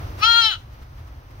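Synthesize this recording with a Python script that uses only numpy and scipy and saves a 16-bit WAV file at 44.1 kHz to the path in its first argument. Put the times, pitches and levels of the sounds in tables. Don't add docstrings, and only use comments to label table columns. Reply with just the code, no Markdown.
import sys
import numpy as np
from scipy import signal
from scipy.fft import rfft, irfft, next_fast_len
from scipy.io import wavfile
from scipy.ndimage import uniform_filter1d, minimum_filter1d

SR = 44100
rng = np.random.default_rng(int(sys.argv[2]) if len(sys.argv) > 2 else 0)


def master_out(mix):
    frames = np.transpose(np.atleast_2d(mix))
    ceiling = np.clip(frames, -1, 1)
    pcm = np.round(ceiling * 32767).astype(np.int16)
    wavfile.write(sys.argv[1], SR, pcm)


N = 61739
TIME_S = np.arange(N) / SR
FFT_SIZE = 2 * next_fast_len(N)
FREQ_HZ = np.fft.rfftfreq(FFT_SIZE, 1 / SR)


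def from_db(db):
    return 10 ** (np.asarray(db) / 20)


def unit_rms(x):
    return x / np.sqrt(np.mean(x ** 2) + 1e-20)


def over_time(rows):
    return np.interp(TIME_S, *np.transpose(rows))


def over_frequency(rows, column=1):
    rows = np.array(rows)
    return np.interp(np.log(FREQ_HZ + 1), np.log(rows[:, 0]), rows[:, column])


def filtered(x, response):
    return irfft(rfft(x, FFT_SIZE) * response)[..., :N]


def lowpass(hz, order):
    return 1 / (1 + (FREQ_HZ / hz) ** order)


def stereo_noise(spectrum, correlation):
    mid, side = rng.standard_normal((2, N))
    gain = from_db(over_frequency(spectrum))
    mid = filtered(mid, gain * np.sqrt(1 + correlation))
    side = filtered(side, gain * np.sqrt(1 - correlation))
    return unit_rms(np.array([mid + side, mid - side]))


def swells(rows):
    return sum(from_db(db) * np.exp(-.5 * ((TIME_S - centre_s) / half_width_s) ** 2)
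               for centre_s, half_width_s, db in rows)


# frequency_hz, relative_density_db
RUMBLE_SPECTRUM = [(15, -29), (27, -8.5), (42, 0), (60, 4), (82, 1), (112, 0), (135, -6.5), (175, -25.5),
                   (300, -54.5)]
# time_s, level_db
RUMBLE_ENVELOPE = [(0, -29), (.21, -34.5), (.27, -41), (.45, -45), (.58, -41.5), (.72, -41), (.86, -43),
                   (.92, -39.5), (1.02, -39), (1.25, -43), (1.4, -37)]
# centre_s, half_width_s, level_db
RUMBLE_SURGES = [(.595, 0.014, -40.5), (.818, 0.0071, -38)]


def car_rumble(side_db=-26.5):
    noise = stereo_noise(RUMBLE_SPECTRUM, correlation=1 - 2 * from_db(side_db) ** 2)
    return noise * (from_db(over_time(RUMBLE_ENVELOPE)) + swells(RUMBLE_SURGES))


# frequency_hz, relative_density_db
HISS_SPECTRUM = [(60, -21), (160, -6), (270, -1), (420, -6), (700, -5.5), (1200, -6.5), (2000, -13.5),
                 (3500, -20), (6200, -23), (7300, -44), (10000, -35), (15500, -26.5)]
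# time_s, level_db
HISS_ENVELOPE = [(0, -39.5), (.04, -40), (.14, -42.5), (.2, -42), (.3, -53), (.58, -52), (.68, -51.5),
                 (.8, -48), (.88, -51.5), (1.0, -50), (1.18, -50.5), (1.28, -51.5), (1.32, -49.5),
                 (1.4, -50)]
# frequency_hz, coherence
HISS_COHERENCE = [(150, .85), (500, 0.61), (1500, 0.39), (5000, 0.18), (8000, 0.53), (14000, .2)]


def hiss(right_delay_s=0.000335):
    noise = stereo_noise(HISS_SPECTRUM, over_frequency(HISS_COHERENCE))
    left, right = noise * from_db(over_time(HISS_ENVELOPE))
    return np.array([left, filtered(right, np.exp(-2j * np.pi * FREQ_HZ * right_delay_s))])


# centre_s, half_width_s, level_db
HISS_SWELLS = [(0.202, 0.016, -38), (.615, .025, -56.5), (0.737, 0.018, -55.5), (0.829, 0.0077, -52.5),
               (0.988, 0.021, -54.5), (1.08, 0.0094, -53), (1.311, 0.0054, -52.5), (1.382, 0.012, -63)]
# frequency_hz, relative_density_db
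HISS_SWELL_SPECTRUM = [(200, -27), (700, -4.5), (1250, -1), (3000, -10), (6200, -16), (7500, -25.5),
                       (15000, -21)]


def hiss_swells():
    return swells(HISS_SWELLS) * stereo_noise(HISS_SWELL_SPECTRUM, correlation=.25)


def diffuse_field(x, t60_s):
    onset = np.clip(TIME_S / 0.01, 0, 1)
    echoes = rng.standard_normal((2, N)) * from_db(-60 * TIME_S / t60_s) * onset
    return signal.fftconvolve(x, unit_rms(echoes) / np.sqrt(N), axes=1)[:, :N]


def cabin_reverberation(x, left_db=-13, right_db=-12, tail_db=-19.5, tail_treble_db=12):
    ring = from_db([[left_db], [right_db]]) * diffuse_field(x, t60_s=0.1)
    treble_shelf = from_db(tail_db + tail_treble_db * (1 - lowpass(6000, order=8)))
    return ring + diffuse_field(filtered(x, treble_shelf), t60_s=0.28)


def drift(rate_hz, order=2):
    return unit_rms(filtered(rng.standard_normal(N), lowpass(rate_hz, order)))


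def pulse_train(phase, dispersion_rad=0.019, flutter_hz=25):
    pulses = np.zeros(N)
    for k in range(1, 40):
        depth_db = np.interp(k, [9, 18], [2.5, 9])
        flutter = from_db(depth_db * np.tanh(drift(flutter_hz, order=8)))
        pulses += flutter * np.cos(k * phase + dispersion_rad * k ** 2)
    return pulses


# time_s, pitch_hz
BLEAT_PITCH = [(.205, 388), (.217, 402), (.233, 428), (.245, 443), (.268, 460), (.299, 465), (.341, 461),
               (.381, 467.3), (.405, 462), (.425, 452.5), (.467, 444), (.483, 436), (.499, 420),
               (.519, 382), (.533, 338), (.56, 300)]
# time_s, gain_db
BLEAT_EFFORT = [(.2, -38), (.212, -20.5), (.224, -10), (.234, -0.5), (.26, -3), (.305, -2), (.345, -1.5),
                (.385, 0), (.425, -3.5), (.468, -2.5), (.48, -4.5), (.51, -9.5), (.542, -14), (.558, -21),
                (.59, -54)]
# time_s, roughness
BLEAT_ROUGHNESS = [(.205, .6), (.228, .22), (.255, .11), (.285, .012), (.4, .01), (.465, .03), (.495, .17),
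                   (.525, .5), (.555, .9)]


def vocal_folds(steady_jitter=.0006, rough_jitter=0.0438, shimmer_db=3, unsteady_hz=241):
    roughness = over_time(BLEAT_ROUGHNESS)
    jitter = (steady_jitter + rough_jitter * roughness) * drift(unsteady_hz)
    pitch_hz = over_time(BLEAT_PITCH) * (1 + jitter)
    phase = 2 * np.pi * np.cumsum(pitch_hz) / SR
    pulses = pulse_train(phase)
    shimmer = from_db(shimmer_db * roughness * np.tanh(drift(unsteady_hz)))
    tone = pulses * shimmer * np.sqrt(1 - roughness ** 2)
    puffs = unit_rms(rng.standard_normal(N) * (1 + np.cos(phase))) * np.sqrt(SR / pitch_hz) / 2
    rasp = from_db(-4) * roughness * puffs
    high_rasp = from_db(-7) * filtered(puffs, 1 - lowpass(9000, order=12))
    calling = (TIME_S > BLEAT_EFFORT[0][0]) & (TIME_S < BLEAT_EFFORT[-1][0])
    return (tone + rasp + high_rasp) * from_db(over_time(BLEAT_EFFORT)) * calling


def resonator(x, centre_hz, bandwidth_hz):
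    carrier = np.exp(2j * np.pi * np.cumsum(centre_hz) / SR)
    pole = np.exp(-np.pi * bandwidth_hz / SR)
    return 2 * np.real(carrier * signal.lfilter([1 - pole], [1, -pole], x / carrier + 1e-18))


def minimum_phase(gain_db):
    cepstrum = irfft(np.log(from_db(gain_db)))
    half = len(cepstrum) // 2
    return np.exp(rfft(np.r_[cepstrum[0], 2 * cepstrum[1:half]], 2 * half))


# time_s, low_hz, middle_hz, high_hz
FORMANT_PATHS = [(.222, 1230, 2480, 4320), (0.239, 1360, 2610, 4450), (.245, 1330, 2965, 4220),
                 (.268, 1362, 3224, 4190), (.4, 1455, 3170, 4100), (.465, 1414, 3115, 4073),
                 (0.502, 1460, 3125, 4060), (.55, 1380, 2986, 4050)]
# bandwidth_hz, gain_db
FORMANT_SHAPES = [(142, 9.5), (230, 13.5), (210, 10)]


def formants(voice):
    times_s, *paths_hz = np.transpose(FORMANT_PATHS)
    for path_hz, (bandwidth_hz, gain_db) in zip(paths_hz, FORMANT_SHAPES):
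        centre_hz = over_time(np.c_[times_s, path_hz])
        voice = voice + from_db(gain_db) * resonator(voice, centre_hz, bandwidth_hz)
    return voice


# frequency_hz, left_gain_db, right_minus_left_db
TRACT_RESPONSE = [(200, -37, -22), (480.4, -47, -14), (667, -37.5, -1), (925, -32.5, -1), (1060, -37, -16),
                  (1416, -27, -7), (1700, -33.5, -4), (2150, -33, -3.5), (2938, -28, -2.5), (2770, -26, 3),
                  (3196, -26.5, -11), (3400, -30, 2.5), (4120, -26.5, -13), (4686, -37, 4.5),
                  (4692, -43, -5.5), (5570, -39.5, -0.5), (6400, -44, -1), (6520, -37.5, -18.5),
                  (7310, -61.5, -17), (8190, -46, -24), (8100, -60, -3.5), (10100, -60.5, 0.5),
                  (12000, -68, -1), (13500, -57.5, -13), (15500, -57.5, -27)]
# time_s, gain_db
LOW_FORMANT_GAIN = [(.21, 13), (.235, 8), (.305, 6), (.325, 1.5), (.348, 0.5), (.383, 6.5), (.42, 1),
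                    (.475, 0.5), (.5, 1), (.54, 5.5)]
# time_s, gain_db
TREBLE_GAIN = [(.224, 14), (.262, 14), (.274, 1), (.32, 3), (.35, -3), (.404, -3), (.42, 12), (.47, 13),
               (.484, 2), (.55, 0)]
# frequency_hz, left_lead_rad
PHASE_LEAD = [(460, 1.5), (925, 0.68), (1385, -1.5), (1850, -0.54), (2300, -2), (2780, -2), (3230, 0.84),
              (3700, 3), (4150, -1.45), (4650, -0.16), (6000, 2.42), (15000, 0.37)]


def fawn_bleat():
    voice = formants(vocal_folds())
    voice = filtered(voice, minimum_phase(over_frequency(TRACT_RESPONSE)))
    low_band = filtered(voice, lowpass(1480, order=16) * (1 - lowpass(1000, order=8)))
    treble_band = filtered(voice, lowpass(5750, order=40) * (1 - lowpass(4800, order=60)))
    left = voice + low_band * (from_db(over_time(LOW_FORMANT_GAIN)) - 1)
    left += treble_band * (from_db(over_time(TREBLE_GAIN)) - 1)
    right_gain = from_db(over_frequency(TRACT_RESPONSE, column=2))
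    right_lag = np.exp(-1j * over_frequency(PHASE_LEAD))
    return np.array([left, filtered(left, right_gain * right_lag)])


def scene():
    bleat = fawn_bleat()
    return bleat + cabin_reverberation(bleat) + car_rumble() + hiss() + hiss_swells()


def record(dry, threshold=.85, window_s=.012, cutoff_hz=15800):
    span = int(window_s * SR)
    allowed_gain = threshold / np.maximum(np.abs(dry).max(axis=0), threshold)
    gain = uniform_filter1d(minimum_filter1d(allowed_gain, span), span)
    return filtered(dry * gain, lowpass(cutoff_hz, order=300))


dry = scene()
out = record(dry)
master_out(out)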